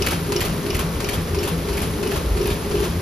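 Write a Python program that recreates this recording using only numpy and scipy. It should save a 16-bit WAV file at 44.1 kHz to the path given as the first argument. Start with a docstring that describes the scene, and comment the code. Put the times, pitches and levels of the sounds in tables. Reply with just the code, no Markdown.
"""In a workshop a folder gluer runs, passing about three cardboard blanks a second.
Each blank rubs along the belts, knocks the guides into a drone of beating sines, slaps through four
folding steps (noise bursts and ringing metal modes) and ends in a hollow, sagging boom.
Coloured noise makes the drive's rumble and the chain and roller rattle, sines its hum and thin motor whine.
The microphone drifts away from the slaps: their snap fades while their flutter grows."""
import sys
import numpy as np
from scipy import signal
from scipy.fft import rfft, irfft
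from scipy.io import wavfile

SR = 44100
rng = np.random.default_rng(int(sys.argv[2]) if len(sys.argv) > 2 else 0)


def materialize(psi):
    """Save the field psi as 16-bit PCM at rate SR to the path in sys.argv[1].

    A 1-D psi becomes a single channel; in a 2-D psi each row is a channel.
    """
    bounded = np.clip(np.atleast_2d(psi).T, -1, 1)
    quanta = np.round(bounded * 32767).astype(np.int16)
    wavfile.write(sys.argv[1], SR, quanta)


N = 132741
T, HZ = np.arange(N) / SR, np.fft.rfftfreq(N, 1 / SR)

# Blanks passing through: start_s, slap_1_db, slap_2_db, slap_3_db, slap_4_db, rub_db, drone_db,
# guide_knock_db, boom_db
BLANKS = [(0.001, -21, -19, -16, -22.5, -28.5, -27.5, -21, -26.5),
          (0.342, -22, -18, -17, -25.5, -29.5, -26, -20, -25.5),
          (0.683, -28, -22, -19.5, -22.5, -32.5, -31.5, -24, -26.5),
          (1.024, -24.5, -22.5, -19, -23.5, -34.5, -33.5, -28, -25.5),
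          (1.367, -25, -23.5, -21, -24.5, -34.5, -30.5, -21, -24.5),
          (1.708, -26.5, -26.5, -23, -27, -33.5, -29, -28, -27.5),
          (2.049, -25, -27, -23.5, -28.5, -32.5, -24.5, -16.5, -36),
          (2.392, -27.5, -26.5, -27, -30, -33, -26.5, -19.5, -38),
          (2.732, -28, -27, -32, -29.5, -32.5, -26.5, -19, -27.5)]
# Ringing modes of the guides: pitch_hz, level_db, pitch_waver_hz (for the drone)
GUIDES = [(354, -7, 4.7), (380, -12.5, 4.77), (394.3, -10.5, 4.1), (408.4, -3, 2.33), (439.5, -14, 6.1)]


def amp(db):
    """Decibels to gain."""
    return 10 ** (np.asarray(db) / 20)


def unit(x):
    """Scales to rms 1."""
    return x / np.sqrt(np.mean(abs(x) ** 2) + 1e-20)


def read(points):
    """Reads a spectrum table onto the frequency grid, straight lines over log frequency."""
    hz, value = np.transpose(points)
    return np.interp(np.log(HZ + 1), np.log(hz), value)


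def colour(x, gain):
    """Filters by a gain curve scaled to mean power 1, so white noise keeps its level."""
    return irfft(rfft(x) * unit(gain), N)


def noise():
    """Two unrelated white noises."""
    return rng.standard_normal((2, N))


def waver(hz):
    """Slow chance movement of rms 1, up to about the given rate."""
    return unit(colour(rng.standard_normal(N), np.exp(-(HZ / hz) ** 2)))


def swell(start, delay, attack, hold, decay):
    """Envelope with straight attack, hold and exponential release, all in seconds."""
    t = T - start - delay
    return np.clip(t / attack, 0, 1) * np.exp(-np.maximum(t - attack - hold, 0) / decay)


def card_ring():
    """Broad resonances of the card, as a gain curve."""
    # Resonances: pitch_hz, width_hz, boost_db
    card = [(910, 130, 3), (1210, 100, 3), (1360, 110, 1.5), (1970, 870, 1), (2520, 450, 3.5),
            (3130, 290, 1)]
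    boost_db = sum(db / (1 + (2 * (HZ - hz) / width) ** 2) for hz, width, db in card)
    return amp(boost_db)


def drive():
    """Frame rumble and belt wash are shaped noise; drive hum and motor tones are wavering sines."""
    # Frame rumble spectrum: frequency_hz, relative_level_db
    rumble_spectrum = [(30, -50), (55, -4), (72, -2.5), (84, -1.5), (100, 1), (120, -4), (155, -3),
                       (200, -4.5), (300, -10.5), (450, -28), (900, -36)]
    # Deep rumble spectrum: frequency_hz, relative_level_db
    deep_spectrum = [(15, -60), (30, -40), (38, -1.5), (48, 0.5), (58, 2), (70, -4), (100, -37), (200, -63)]
    # Belt wash spectrum: frequency_hz, relative_level_db
    wash_spectrum = [(100, -6), (250, -1.5), (450, 0.5), (600, -6), (750, -10.5), (1100, -9.5),
                     (1600, -13.5), (2600, -17.5), (3700, -19.5), (5000, -19.5), (7000, -26.5),
                     (9500, -24.5), (12000, -25.5), (14000, -32), (16000, -61)]
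    # Moving levels of deep rumble and hum: time_s, deep_db, hum_db
    low_levels = [(0, -48, -31), (.12, -31, -31), (.45, -33, -41), (.59, -39, -50), (.72, -32.5, -32),
                  (1.1, -31.5, -38), (1.38, -40, -28.5), (1.68, -29, -35.5), (2, -39, -37),
                  (2.18, -31.5, -33.5), (2.33, -24, -27), (2.5, -26.5, -36), (2.62, -35, -43),
                  (2.8, -24.5, -37), (3, -42, -26)]
    # Steady drive tones: pitch_hz, level_db, level_waver_share, pitch_waver_hz
    tones = [(411.7, -43.5, 0.19, 2.03), (1168, -61, 0.61, 3.46), (10600, -57, .5, 14)]
    rumble_db, wash_db, wash_waver_db = -28.5, -29.5, 0.5
    hum_hz, hum_waver_hz = 80.66, 2.57

    times, deep_db, hum_db = np.transpose(low_levels)
    out = colour(noise(), amp(read(rumble_spectrum))) * amp(rumble_db)
    out += colour(noise(), amp(read(deep_spectrum))) * amp(np.interp(T, times, deep_db))
    out += colour(noise(), amp(read(wash_spectrum))) * amp(wash_db + wash_waver_db * waver(hz=40))
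    hum_turns = np.cumsum(hum_hz + hum_waver_hz * waver(hz=13.0)) / SR
    out[0] += unit(np.sin(2 * np.pi * hum_turns)) * amp(np.interp(T, times, hum_db))
    for hz, db, share, waver_hz in tones:
        turns = np.cumsum(hz + waver_hz * waver(hz=13.3)) / SR
        out[0] += amp(db) * unit(np.sin(2 * np.pi * turns) * (1 + share * waver(hz=22)))
    return out


def whine():
    """The motor's thin whine: one high sine that wavers in pitch and flickers in level."""
    # Level of the whine: time_s, level_db
    whine_levels = [(0, -44), (.6, -48.5), (1.3, -52), (1.75, -46.5), (1.95, -45.5), (2.15, -51),
                    (2.4, -48), (3, -47)]
    pitch_hz, pitch_waver_hz, flicker_share = 10668, 5.83, 0.49

    turns = np.cumsum(pitch_hz + pitch_waver_hz * waver(hz=25)) / SR
    tone = np.sin(2 * np.pi * turns)
    level = amp(np.interp(T, *np.transpose(whine_levels)))
    flickering = unit(tone * (1 + flicker_share * waver(hz=45)))
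    return np.array([level * flickering, np.zeros(N)])


def rattle():
    """Chain links and rollers tick at random: short decaying noise grains of uneven size."""
    # Rattle spectrum: frequency_hz, relative_level_db
    rattle_spectrum = [(300, -20), (900, 11), (1600, -10), (2800, 3.5), (5000, -6.5), (8000, 0),
                       (12000, -3), (15500, -21)]
    level_db, ticks_per_s, spread_db, decay_s = -43.5, 350, 4, 0.0013

    strikes = rng.random(N) < ticks_per_s / SR
    size = amp(spread_db * np.minimum(rng.exponential(1, N), 3.5)) * strikes
    # Overlapping grains add in power
    power = signal.lfilter([1], [1, -np.exp(-1 / (decay_s * SR))], size ** 2)
    grains = noise() * np.sqrt(power)
    return amp(level_db) * unit(colour(grains, amp(read(rattle_spectrum))))


def drone():
    """The guides sing in a cluster of beating low modes while a blank drags over them."""
    roughness = 0.26  # share of level waver
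    level = sum(amp(db) * swell(start, delay=-0.091, attack=0.07, hold=0.12, decay=0.055)
                for start, *_, db, _, _ in BLANKS)
    ring = np.zeros((2, N))
    for row in ring:
        for hz, db, waver_hz in GUIDES:
            turns = np.cumsum(hz + waver_hz * waver(hz=19.9)) / SR + rng.random()
            row += amp(db) * unit(np.sin(2 * np.pi * turns) * (1 + roughness * waver(hz=40.4)))
    return ring * level


def rub():
    """Each blank scrapes unevenly between belts and rails: rough noise through the card's resonances."""
    # Rub spectrum: frequency_hz, relative_level_db
    rub_spectrum = [(200, -41), (550, 9.5), (900, 1.5), (1400, 4), (2000, -4), (3100, 1), (5000, -3),
                    (8000, -7), (12000, -13.5), (15500, -11)]
    level = sum(amp(db) * swell(start, delay=-0.062, attack=0.15, hold=0.045, decay=0.046)
                for start, *_, db, _, _, _ in BLANKS)
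    unevenness = amp(2.0 * waver(hz=160))
    return colour(noise() * level * unevenness, amp(read(rub_spectrum)) * card_ring())


def knocks():
    """Each blank bumps the guides: their low modes start together, then beat as they die."""
    delay_s, attack_s, detune_hz = 0.00498, 0.01007, 3.25
    out = np.zeros((2, N))
    for start, *_, db, _ in BLANKS:
        t = T - start - delay_s - attack_s  # the modes line up at the end of the attack
        ring = np.zeros(N)
        for hz, mode_db, _ in GUIDES:
            detuned_hz = hz + detune_hz * rng.standard_normal()
            ring += amp(mode_db) * np.cos(2 * np.pi * detuned_hz * t)
        out[0] += amp(db) * swell(start, delay_s, attack_s, hold=0.014, decay=0.062) * ring
    return out


def slaps():
    """Flaps snap against the folders, rebound and flutter as noise; the metal rings in decaying sines."""
    # Contact and rebounds, one list per folding step: delay_s after the blank's start, relative_level_db
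    folds = [
        [(-.021, 4), (-.018, 1.5), (-.015, -2)],
        [(.021, 3.5), (.0235, -0.5), (.027, -3)],
        [(.064, 1.5), (.0695, 1.5), (.073, -1.5), (.085, -3.5)],
        [(.109, 1.5), (.112, -2), (.119, -2)],
    ]
    # Noise of each folding step: snap_db, snap_decay_s, flutter_db, flutter_decay_s
    fold_tone = [(2, 0.002, -10.5, 0.014), (1.5, 0.0013, -13, .0034), (0.5, 0.00083, -9, 0.0052),
                 (4.5, 0.0014, -5.5, 0.017)]
    # Modes of the metal folder, one list per folding step: pitch_hz, relative_level_db, t60_s
    folder_modes = [
        [(1034, -12, .05), (2600, -16, 0.056), (4190, -10, 0.022), (4750, -26, 0.022)],
        [(2370, -7.5, 0.023), (2630, -13, 0.033), (2900, -8, 0.036), (4980, -14, 0.053), (5440, -12.5, 0.056),
         (5730, -14, 0.018)],
        [(1716, -12.5, 0.034), (1930, -10, 0.019), (2255, -12.5, 0.023), (2470, -15, .02), (3140, -13, 0.02),
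         (4440, -9, 0.021), (7190, -9.5, .025)],
        [(1080, -8.5, 0.1), (1760, -19, 0.061), (2410, -22, .06), (3220, -18, .06), (12200, -13, .06)],
    ]
    # Colour of snap and flutter, one list per folding step: frequency_hz, relative_level_db
    fold_colours = [
        [(150, 12.5), (500, 4), (1000, 5.5), (1400, 2), (2600, 0), (3700, -1.5), (4600, 2), (6300, -4),
         (9000, 0), (12500, -9), (15500, -20)],
        [(150, 14), (500, -1), (1000, -8), (1900, -13), (2600, -1), (3700, -3), (5600, 5), (6600, -3),
         (9000, -5), (12500, -8), (15500, -19)],
        [(150, 0.5), (500, -6), (1300, -9.5), (2100, 7.5), (3100, 4.5), (3800, -6), (5000, -0.5), (6300, -1.5),
         (9000, 3), (12500, 1), (15500, -5)],
        [(150, 12.5), (600, -6), (1100, 6), (1700, -1), (2100, -4), (3300, 2.5), (4200, -2.5), (6300, -4),
         (9000, 1.5), (12500, -4.5), (15500, -9)],
    ]
    snap_fade_db_per_s, flutter_rise_db_per_s, ring_fade_db_per_s = 4, 1.7, 0.4
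    ring_rise_s, ring_detune_share, ring_scatter_db = 0.0016, 0.012, 2

    out, t = np.zeros((2, N)), T[:SR // 8]
    for k, contacts in enumerate(folds):
        snap_db, snap_s, flutter_db, flutter_s = fold_tone[k]
        hz, mode_db, t60 = np.transpose(folder_modes[k])[:, :, None]
        blows = np.zeros(N)  # power of each contact
        for start, *levels in BLANKS:
            for delay, contact_db in contacts:
                at = int((start + delay) * SR)
                detune, scatter, *phases = rng.uniform(-1.11, 1, (4, len(hz), 1))
                if not 0 <= at < N:
                    continue
                blow_db = levels[k] + contact_db
                blows[at] += amp(blow_db) ** 2
                ring_db = blow_db + mode_db + ring_scatter_db * scatter - ring_fade_db_per_s * start
                ring_level = amp(ring_db - 60 * t / t60) * np.minimum(t / ring_rise_s, 1)
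                ring_hz = hz * (1 + ring_detune_share * detune)
                ring = ring_level * np.sin(2 * np.pi * ring_hz * t + np.pi * np.array(phases))
                out[:, at:at + len(t)] += ring.sum(1)[:, :N - at]
        snap_blows = blows * amp(snap_db - snap_fade_db_per_s * T) ** 2
        flutter_blows = blows * amp(flutter_db + flutter_rise_db_per_s * T) ** 2
        power = signal.oaconvolve(snap_blows, np.exp(-2 * T / snap_s))
        power += signal.oaconvolve(flutter_blows, np.exp(-2 * T / flutter_s))
        burst = noise() * np.sqrt(abs(power))[:N]
        out += colour(burst, amp(read(fold_colours[k])) * card_ring())
    return out


def clacks():
    """Now and then a stiff flap lands hard: a noise burst around a knock pitch of its own."""
    # Hard landings: start_s, level_db, decay_s, knock_pitch_hz
    landings = [(0.0704, -12, 0.0024, 2240), (0.1194, -24.5, 0.0092, 1380), (0.752, -30, .004, 2300),
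                (.806, -29, .009, 1230), (1.0882, -25, 0.0018, 2500), (1.093, -24.5, 0.0035, 2520),
                (2.5017, -29.5, 0.014, 2770)]
    width_octaves = 0.68
    out = np.zeros((2, N))
    for start, db, decay, hz in landings:
        body = np.exp(-(np.log2((HZ + 1) / hz) / width_octaves) ** 2 / 2)
        burst = noise() * amp(db) * swell(start, delay=0, attack=0.00042, hold=0, decay=decay)
        out += colour(burst, body * card_ring())
    return out


def ticks():
    """Card edges catch the rails with a thin, bright tick of very short noise."""
    # Ticks: start_s, level_db
    catches = [(.086, -22), (.767, -22), (1.736, -31), (1.789, -26), (1.8192, -20), (2.077, -28),
               (2.473, -20), (2.811, -25.5)]
    # Tick spectrum: frequency_hz, relative_level_db
    tick_spectrum = [(1000, -35), (4000, -19), (7000, -3), (10500, 13), (13000, 3), (15500, -8)]
    level = sum(amp(db) * swell(start, delay=0, attack=0.0003, hold=0, decay=0.0016)
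                for start, db in catches)
    return colour(noise() * level, amp(read(tick_spectrum)))


def workshop(x):
    """The room's short diffuse tail: decaying noise, duller than the direct sound."""
    t60_s, rise_s, dulling_hz = 0.34, 0.0083, 6000
    t = T[:SR // 2]
    tail = colour(noise(), 1 / np.sqrt(1 + (HZ / dulling_hz) ** 2))[:, :len(t)]
    tail *= amp(-60 * t / t60_s) * np.minimum(t / rise_s, 1)
    return signal.fftconvolve(x, tail / np.linalg.norm(tail[0]), axes=1)[:, :N]


def booms():
    """A hollow note follows each set of slaps: a sine whose pitch sags slightly."""
    delay_s, pitch_hz, sag_hz_per_s = 0.13, 167.7, 19
    out = np.zeros((2, N))
    for start, *_, db in BLANKS:
        hz = pitch_hz - sag_hz_per_s * (T - start - delay_s)
        tone = unit(np.sin(2 * np.pi * (np.cumsum(hz) / SR + rng.random())))
        out[0] += amp(db) * swell(start, delay_s, attack=0.024, hold=0.026, decay=0.062) * tone
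    return out


def ports(x):
    """Two microphone ports hear a shared part (row 0), shifted in phase, and a diffuse part (row 1)."""
    # Likeness of the ports: frequency_hz, correlation (1 = alike)
    likeness = [(50, .995), (160, .96), (350, .91), (600, .75), (900, .52), (1400, .2), (2000, .8),
                (3500, .62), (5300, .48), (7000, .78), (7900, .97), (8300, .995), (8700, .97), (9400, .84),
                (11000, .86), (11400, .99), (12300, .99), (13500, .73), (14400, .78), (14900, .98)]
    # Phase by which left leads right: frequency_hz, lead_radians
    lead = [(10, 0), (700, 0), (1100, .3), (1500, -1), (1900, .05), (3000, .7), (5000, .5), (5700, -1),
            (6500, -1.2), (7900, -3.05), (8700, -3.25), (10000, -4.7), (11300, -6.2), (12400, -6.35),
            (13500, -7.6), (14300, -8.5), (14700, -9.3), (15800, -9.5)]
    # Left minus right: frequency_hz, difference_db
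    balance = [(40, .4), (150, 1.6), (500, 1), (1300, -.7), (2800, 2), (5500, 2.2), (9000, 0), (15000, 0)]
    a, b = rfft(x)
    like = np.clip(read(likeness), 0, 1)
    shared = a * np.sqrt((1 + like) / 2)
    apart = b * np.sqrt((1 - like) / 2)
    lean = amp(read(balance) / 2) * np.exp(.5j * read(lead))  # half to each side
    return irfft(np.array([(shared + apart) * lean, (shared - apart) / lean]), N)


def scene():
    """The whole machine at the microphone; only slaps, clacks and ticks feed the room tail."""
    room_db = -9
    folding = slaps() + clacks() + ticks()
    mix = folding + amp(room_db) * workshop(folding)
    mix = mix + rub() + drone() + knocks() + booms()
    mix = mix + drive() + whine() + rattle()
    return ports(mix)


def record(dry):
    """The recorder's band limit: a steep low-pass."""
    edge_hz = 15800
    lowpass = signal.firwin(511, edge_hz, window=("kaiser", 9), fs=SR)
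    return signal.oaconvolve(dry, lowpass[None], "same")


dry = scene()
out = record(dry)
materialize(out)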